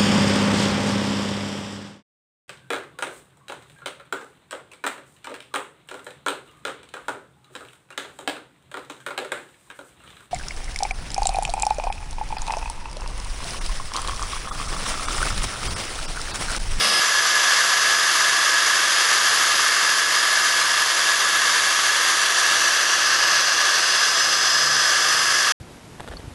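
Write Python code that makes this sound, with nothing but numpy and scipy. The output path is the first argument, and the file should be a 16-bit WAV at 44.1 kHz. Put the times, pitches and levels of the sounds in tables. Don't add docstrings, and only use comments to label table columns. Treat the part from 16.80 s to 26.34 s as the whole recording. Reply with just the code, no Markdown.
import sys
import numpy as np
from scipy import signal
from scipy.fft import rfft, irfft, next_fast_len
from scipy.io import wavfile
from scipy.ndimage import uniform_filter1d

SR = 44100
rng = np.random.default_rng(int(sys.argv[2]) if len(sys.argv) > 2 else 0)


def generate_wav(sig):
    pcm = np.round(np.clip(np.atleast_2d(sig).T, -1, 1) * 32767).astype(np.int16)
    wavfile.write(sys.argv[1], SR, pcm)


def rack_gain(trim_db):
    fader = np.asarray(trim_db, float)
    return 10 ** (fader / 20)


N = 420713
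T, FAST = np.arange(N) / SR, next_fast_len(N)
F = np.arange(FAST // 2 + 1) * SR / FAST
CLOSE_END_S, CUT_S, SHED_S, CLICK_S = 0.2, 8.7215, 8.8, 9.3695
GEAR_RATIO = 14.28
MESH_MULTIPLE = 11.22
COMMUTATOR_MULTIPLE = 15
TOP_HZ = 11900

# frequency in Hz, level in dB per Hz.
SHED_TONE = [(15, -40), (25, -16), (63, -8.5), (149, -6), (314, -11), (978, -18.5), (2970, -25.5),
             (12000, -34)]
# start in seconds, peak in dB, pitch in Hz, length in cycles.
BODY_THUMPS = [
    (8.8055, -28.5, 98, 2.1),
    (8.83, -40, 70, 1.8),
    (9.212, -36, 140, 2),
    (9.292, -31, 62, 2.2),
    (9.327, -34, 45, 2.8),
    (9.391, -34, 70, 1.6),
    (9.43, -36, 60, 3.7),
    (9.4725, -27, 95, 2),
    (9.51, -36, 70, 2.5),
]
# start in seconds, length in seconds, peak in dB, slips per second.
CLOTH_RUSTLES = [
    (9.14, .03, -50, 900),
    (9.196, 0.019, -36, 1300),
    (9.232, .012, -42, 1200),
    (9.278, .013, -37, 2000),
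    (9.312, 0.028, -37.5, 2200),
    (9.392, .015, -42, 1100),
    (9.418, 0.1, -47, 500),
]
# start in seconds, peak in dB, ring in Hz, bright tick in dB.
FIBRE_SNAPS = [(9.2004, -31, 600, -38), (9.2046, -21, 1000, -40), (9.2056, -24, 720, -26),
               (9.2308, -40, 1500, -38), (9.2456, -26, 650, -50), (9.2767, -21, 1450, -33),
               (9.2872, -33, 1500, -30), (9.2893, -31, 900, -33), (9.3133, -30, 1000, -41),
               (9.3239, -30, 1800, -37), (9.3404, -29, 400, -40), (9.3963, -29, 450, -37)]
# frequency in Hz, level in dB, T60 in seconds.
CLICK_MODES = [
    (4420, -28.5, .025),
    (4650, -42, .015),
    (1160, -37, .03),
]

# time in seconds, speed in Hz.
SHAFT_SPEED = [(0, 337.7), (.2, 337.9), (1, 337.35), (2, 337.1), (3.8, 337.9), (4.5, 337.35), (5.5, 337.9),
               (8.7, 337.75)]
# time in seconds, tilt from 0 (upright) to 1 (tilted).
TILT = [
    (0, 0.23),
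    (4.9, 0.15),
    (5.6, 0.4),
    (6.1, 0.68),
    (6.5, 0.78),
    (7.9, 1),
    (8.4, 0.56),
    (8.8, 0.64),
]
# multiple of the chuck turn, level in dB.
WALL_DRUM = [(3, -12), (6, 3.5), (7, -10), (8, -9), (9, -4), (11, -11), (12, -5)]
# nearest moment in seconds, length in seconds, level in dB,
# fifth multiple in dB relative to it.
PADDLE_PASSES = [
    (6.5, 0.13, -56, -6),
    (7.5, .3, -60, -8),
    (7.9, 0.15, -49, -18),
    (8.4, .22, -51, 0),
]
# frequency in Hz, level in dB per Hz.
RESIN_RUMBLE = [(15, -29), (28, -11), (48, -10), (62, -7.5), (200, -5), (290, -3), (340, -5), (500, -38)]
GEAR_SWELLS = [(1, 0.06), (2.002, 0.048), (3, 0.022), (3.27, 0.047), (3.56, 0.034), (7.141, 0.034)]
# frequency in Hz, width in Hz, then level in dB from close
HOUSING_RESONANCES = [(355, 108, -13, -16.5, -17), (470, 156, -3.5, -17, -16), (600, 255, -1.5, -14, -12),
                      (766, 130, -4, -13.5, -11.5), (1007, 280, -5.5, -8.5, -12.5), (1210, 308, 5, -0.5, -2),
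                      (1558, 168, -4, -3, -2), (1707, 352, -1, 1, 0), (2092, 580, 0, -5.5, -10.5),
                      (2763, 466, 1.5, -7, -6), (3090, 130, 3, -5.5, -10), (3385, 530, -2, -5.5, -7),
                      (3780, 280, -0.5, -9.5, -14.5),
                      (4290, 1030, -5.5, -12, -9.5), (4815, 1040, 0.5, -7, -6), (5540, 500, -2.5, -14, -9.5),
               (6015, 940, -5, -8.5, -5), (6780, 790, -11, -10, -21), (7410, 1300, -13.5, -17, -14.5),
               (8130, 850, -12, -20, -24), (9170, 1700, -8.5, -18.5, -19), (10200, 680, -19, -19.5, -23),
               (10790, 980, -13.5, -15.5, -23.5), (11470, 460, -18, -24, -26),
               (11700, 440, -16, -26, -24.5)]
HOUSING_MODES = HOUSING_RESONANCES
# relative level in dB from close above, upright, tilted.
RATTLE_TRIM = (-0.5, 0, -0.2)
TREBLE_TRIM = (1.5, 1.6, 1)
# time in seconds, rattle level in dB.
MOTOR_EFFORT = [(0, -20), (.7, -19), (1.5, -19), (2.3, -19), (3.1, -18.5), (4, -19), (4.7, -19.5),
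                (5.5, -18.5), (6.5, -19), (7.5, -19), (8.72, -18.5)]
# moment in seconds, length in seconds,
# shaded band in Hz, share removed (below 0 the rim mirrors the band back).
HAND_AND_RIM = [(.7, 0.45, 9100, 0.58), (3.2, 2.2, 8600, 0.16), (5.7, 0.46, 5220, 0.3),
                (6.4, 0.37, 3500, 0.37), (6.5, .4, 9000, 0.79), (6.5, .35, 10700, 0.84),
                (6.6, .5, 7400, 0.5), (7.7, .35, 9100, 0.85), (8.4, 0.69, 3900, 0.47),
                (6.3, 0.61, 2600, 0.0017), (6.2, 0.66, 2760, -0.21), (5.5, .25, 9100, -0.42),
                (5.9, .3, 5900, -0.29), (7.9, .3, 2600, 0.29)]
LOUD_MULTIPLES = 5, 10, 32
LOUD_WHINES = [
    (-30.5, -28, -31),
    (-33, -45, -37.5),
    (-58, -41, -52),
]
# shaft multiple, rms in dB close above, upright, tilted.
STEADY_WHINES = [(1, -50, -56, -51), (2, -54, -45, -47.5), (3, -55, -44, -57), (4, -38, -41.5, -41),
                 (6, -50, -54, -58), (8, -59, -46, -63), (11, -50, -47, -51),
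                 (MESH_MULTIPLE, -52, -50, -52), (12, -43, -49, -46), (13, -50, -51, -47),
                 (14, -41, -49.5, -52), (16, -45, -45, -60), (17, -54, -53, -52), (18, -43, -62, -63),
                 (19, -47, -48, -51), (20, -53, -44.5, -44), (21, -53, -58, -54), (24, -54, -54, -60),
                 (25, -55, -49, -52), (26, -44, -53, -57), (27, -50, -56, -54), (28, -58, -58, -61),
                 (30, -40, -54, -50), (31, -55, -54, -66), (33, -62, -54, -67), (34, -59, -54, -61),
                 (35, -58, -62, -64)]
# time in seconds, rms in dB.
VENT_WHISTLE = [(0, -28), (.195, -24), (.21, -35), (1, -32), (2.2, -35.5), (3.4, -31.5), (4.3, -37),
                (5, -55), (5.6, -50), (6, -43), (6.45, -29.5), (6.85, -35), (7.1, -28), (7.8, -25.5),
                (8.15, -28.5), (8.72, -30.5)]
# time in seconds, centre in Hz.
STEREO_FLECKS = [(.272, 6300), (.277, 8900), (.485, 6900), (1.552, 7800), (1.971, 5700), (2.74, 11400),
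                 (2.83, 8900), (3.392, 4700), (4.712, 5700), (5.411, 6900), (7.405, 6300)]


def level(x, db):
    return x * rack_gain(db) / np.sqrt(np.mean(x ** 2))


def curve(table):
    s, values = np.transpose(table)
    return np.interp(T, s, values)


def walk(rate):
    hold = int(SR / rate)
    steps = np.repeat(rng.standard_normal(N // hold + 1), hold)
    return level(uniform_filter1d(uniform_filter1d(steps, hold), hold)[:N], 0)


def swell(s, length):
    return np.exp(-((T - s) / length) ** 2)


def back(spectrum):
    return irfft(spectrum, FAST)[:N]


def coloured(points):
    hz, db = np.transpose(points)
    tilt = rack_gain(np.interp(np.log(F + 1), np.log(hz), db))
    return level(back(rfft(rng.standard_normal(FAST)) * tilt), 0)


def hump(hz, width):
    return 1 / (1 + (1.6 * (F - hz) / width) ** 2) ** 3


def ring(x, hz, t60):
    pole = np.exp(2j * np.pi * hz / SR - np.log(1000) / (t60 * SR))
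    return signal.lfilter([1], [1, -pole], x).imag


def room_tone():
    return coloured(SHED_TONE) * rack_gain(-43 + 0.49 * walk(20))


def thumps():
    out, start = np.zeros(N), int(SHED_S * SR)
    for s, db, hz, cycles in BODY_THUMPS:
        cycle = (T[start:] - s) * hz
        envelope = np.sin(np.pi * np.clip(cycle / cycles, 0, 1) ** 0.66) ** 2
        out[start:] -= rack_gain(db) * envelope * np.sin(2 * np.pi * cycle)
    return out


def cloth():
    out, start = np.zeros(N), int(SHED_S * SR)
    t = T[start:]
    for s, length, db, rate in CLOTH_RUSTLES:
        force = np.clip(rng.standard_normal(len(t)) - 0.1, -1.8, 1.8)
        slips = (rng.random(len(t)) < rate / SR) * force * ((t > s) & (t < s + length))
        scratch = ring(slips, 700, 0.0053) + 0.98 * ring(slips, 1600, 0.0046) + 0.5 * ring(slips, 2900, 0.002)
        out[start:] += rack_gain(db) * scratch
    for s, db, hz, tick_db in FIBRE_SNAPS:
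        snap = -1.0 * (np.arange(len(t)) == int(s * SR) - start)
        tick = ring(snap, 3500, 0.0039) + ring(snap, 8000, 0.0016)
        body = 1.5 * ring(snap, hz, 3.4 / hz)
        out[start:] += rack_gain(db) * body + rack_gain(tick_db) * tick
    return out


def click():
    tap = np.exp(-((T - CLICK_S) / 0.0003) ** 2) / 12
    t = T - int(SHED_S * SR) / SR
    t = T if t is None else T
    return sum(rack_gain(db) * ring(tap * np.cos(2 * np.pi * hz * t), hz, t60) for hz, db, t60 in CLICK_MODES)


def rumble():
    return coloured(RESIN_RUMBLE) * rack_gain(-51.5 + 1.2 * walk(7))


def paddle(turns):
    chuck = turns / GEAR_RATIO

    def tone(k, db):
        return rack_gain(db + 1.5 * walk(3.2)) * np.sin(2 * np.pi * (k * chuck + rng.random()))

    near = sum(rack_gain(db) * swell(s, length) for s, length, db, _ in PADDLE_PASSES)
    fifth = sum(rack_gain(db + fifth_db) * swell(s, length) for s, length, db, fifth_db in PADDLE_PASSES)
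    return near * sum(tone(k, db) for k, db in WALL_DRUM) + fifth * tone(5, 0)


def poses():
    lean = np.clip(curve(TILT), 0, 1)
    close = np.clip((CLOSE_END_S - T) / 0.004 + 0.5, 0, 1)
    return close, (1 - close) * (1 - lean), (1 - close) * lean


def teeth(turns):
    chuck = turns / GEAR_RATIO
    beat = 1 + sum(depth * np.sin(2 * np.pi * (k * chuck + rng.random())) for k, depth in GEAR_SWELLS)
    knocks = (rng.random(N) < 2200 / SR) * np.clip(rng.standard_normal(N), -2.1, 2.1)
    unevenness = rack_gain(0.3 * walk(6) + 0.6 * walk(40))
    rattle = beat * unevenness * (rng.standard_normal(N) + level(knocks, -6.5))
    hiss = (1 + 0.18 * np.sin(2 * np.pi * turns) + 0.12 * np.sin(4 * np.pi * turns)) * rattle
    treble = 1 / (1 + (7000 / (F + 1)) ** 6)
    return rfft(rattle, FAST) * (1 - treble) + rfft(hiss, FAST) * treble, treble


def housing(turns):
    source, treble = teeth(turns)
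    humps = np.array([hump(hz, width) for hz, width, *_ in HOUSING_MODES])
    small_body = 1 / (1 + (292 / (F + 1)) ** 8)
    pose_gains = rack_gain(np.transpose(HOUSING_MODES)[2:])
    out = 0
    for share, gains, rattle_db, treble_db in zip(poses(), pose_gains, RATTLE_TRIM, TREBLE_TRIM):
        heard = source * small_body * np.sqrt(gains ** 2 @ humps)
        dull, bright = back(heard * (1 - treble)), back(heard * treble)
        out = out + share * rack_gain(rattle_db) / np.std(dull) * (dull + rack_gain(treble_db) * bright)
    boom = poses()[0] * level(back(source * np.sqrt(hump(200, 130))), -42.5)
    return out * rack_gain(curve(MOTOR_EFFORT)) + boom


def shade(x):
    spectrum, out = rfft(x, FAST), x
    for s, length, hz, share in HAND_AND_RIM:
        band = back(spectrum * np.exp(-(2 * (F - hz) / 640) ** 2))
        out = out - np.clip(share, -1, 1) * swell(s, length) * band
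    return out


def whine(turns):
    shares = np.array(poses())
    lines = [(k, rack_gain(np.dot(dbs, shares) + walk(2.94))) for k, dbs in zip(LOUD_MULTIPLES, LOUD_WHINES)]
    lines += [(COMMUTATOR_MULTIPLE, rack_gain(curve(VENT_WHISTLE)))]
    lines += [(k, rack_gain(dbs) @ shares) for k, *dbs in STEADY_WHINES]
    shakes = [rack_gain(0.7 * walk(8) + 1.9 * walk(45)) for _ in range(5)]
    out = np.zeros(N)
    for i, (k, gain) in enumerate(lines):
        flutter = shakes[i % 5] ** (0.5 if k == COMMUTATOR_MULTIPLE else 1)
        out += gain * flutter * np.sin(2 * np.pi * (k * turns + rng.random()))
    return np.sqrt(2) * out


def scene():
    turns = np.cumsum(curve(SHAFT_SPEED) * (1 + 0.001 * walk(12))) / SR
    drill = shade(housing(turns) + rumble()) + whine(turns) + paddle(turns)
    shed = room_tone() + thumps() + cloth() + click()
    mono = drill * np.clip((CUT_S - T) / 0.00075, 0, 1) + shed * (T > SHED_S)
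    return np.array([mono, mono])


def top_cut(x):
    return signal.sosfilt(signal.butter(12, 12130, fs=SR, output="sos"), x)


def record(dry):
    side, noise = np.zeros(N), rfft(rng.standard_normal(FAST))
    for s, hz in STEREO_FLECKS:
        db = -31.5 - 20 * max(np.log2(hz / 6500), 0)
        band = (F > hz / 1.11) * (F < min(hz * 1.11, TOP_HZ))
        side += level(back(noise * band), db) * np.exp(-((T - s) / 0.015) ** 4)
    side += level(back(noise * (F > 10300) * (F < 11800)), -78) * (T > SHED_S)
    top = signal.ellip(10, 0.3, 70, TOP_HZ, fs=SR, output="sos")
    rounded = np.tanh(1.293 * dry) / 1.314
    return top_cut(signal.sosfilt(top, rounded) + np.array([side, -side]))


dry = scene()
out = record(dry)
generate_wav(out)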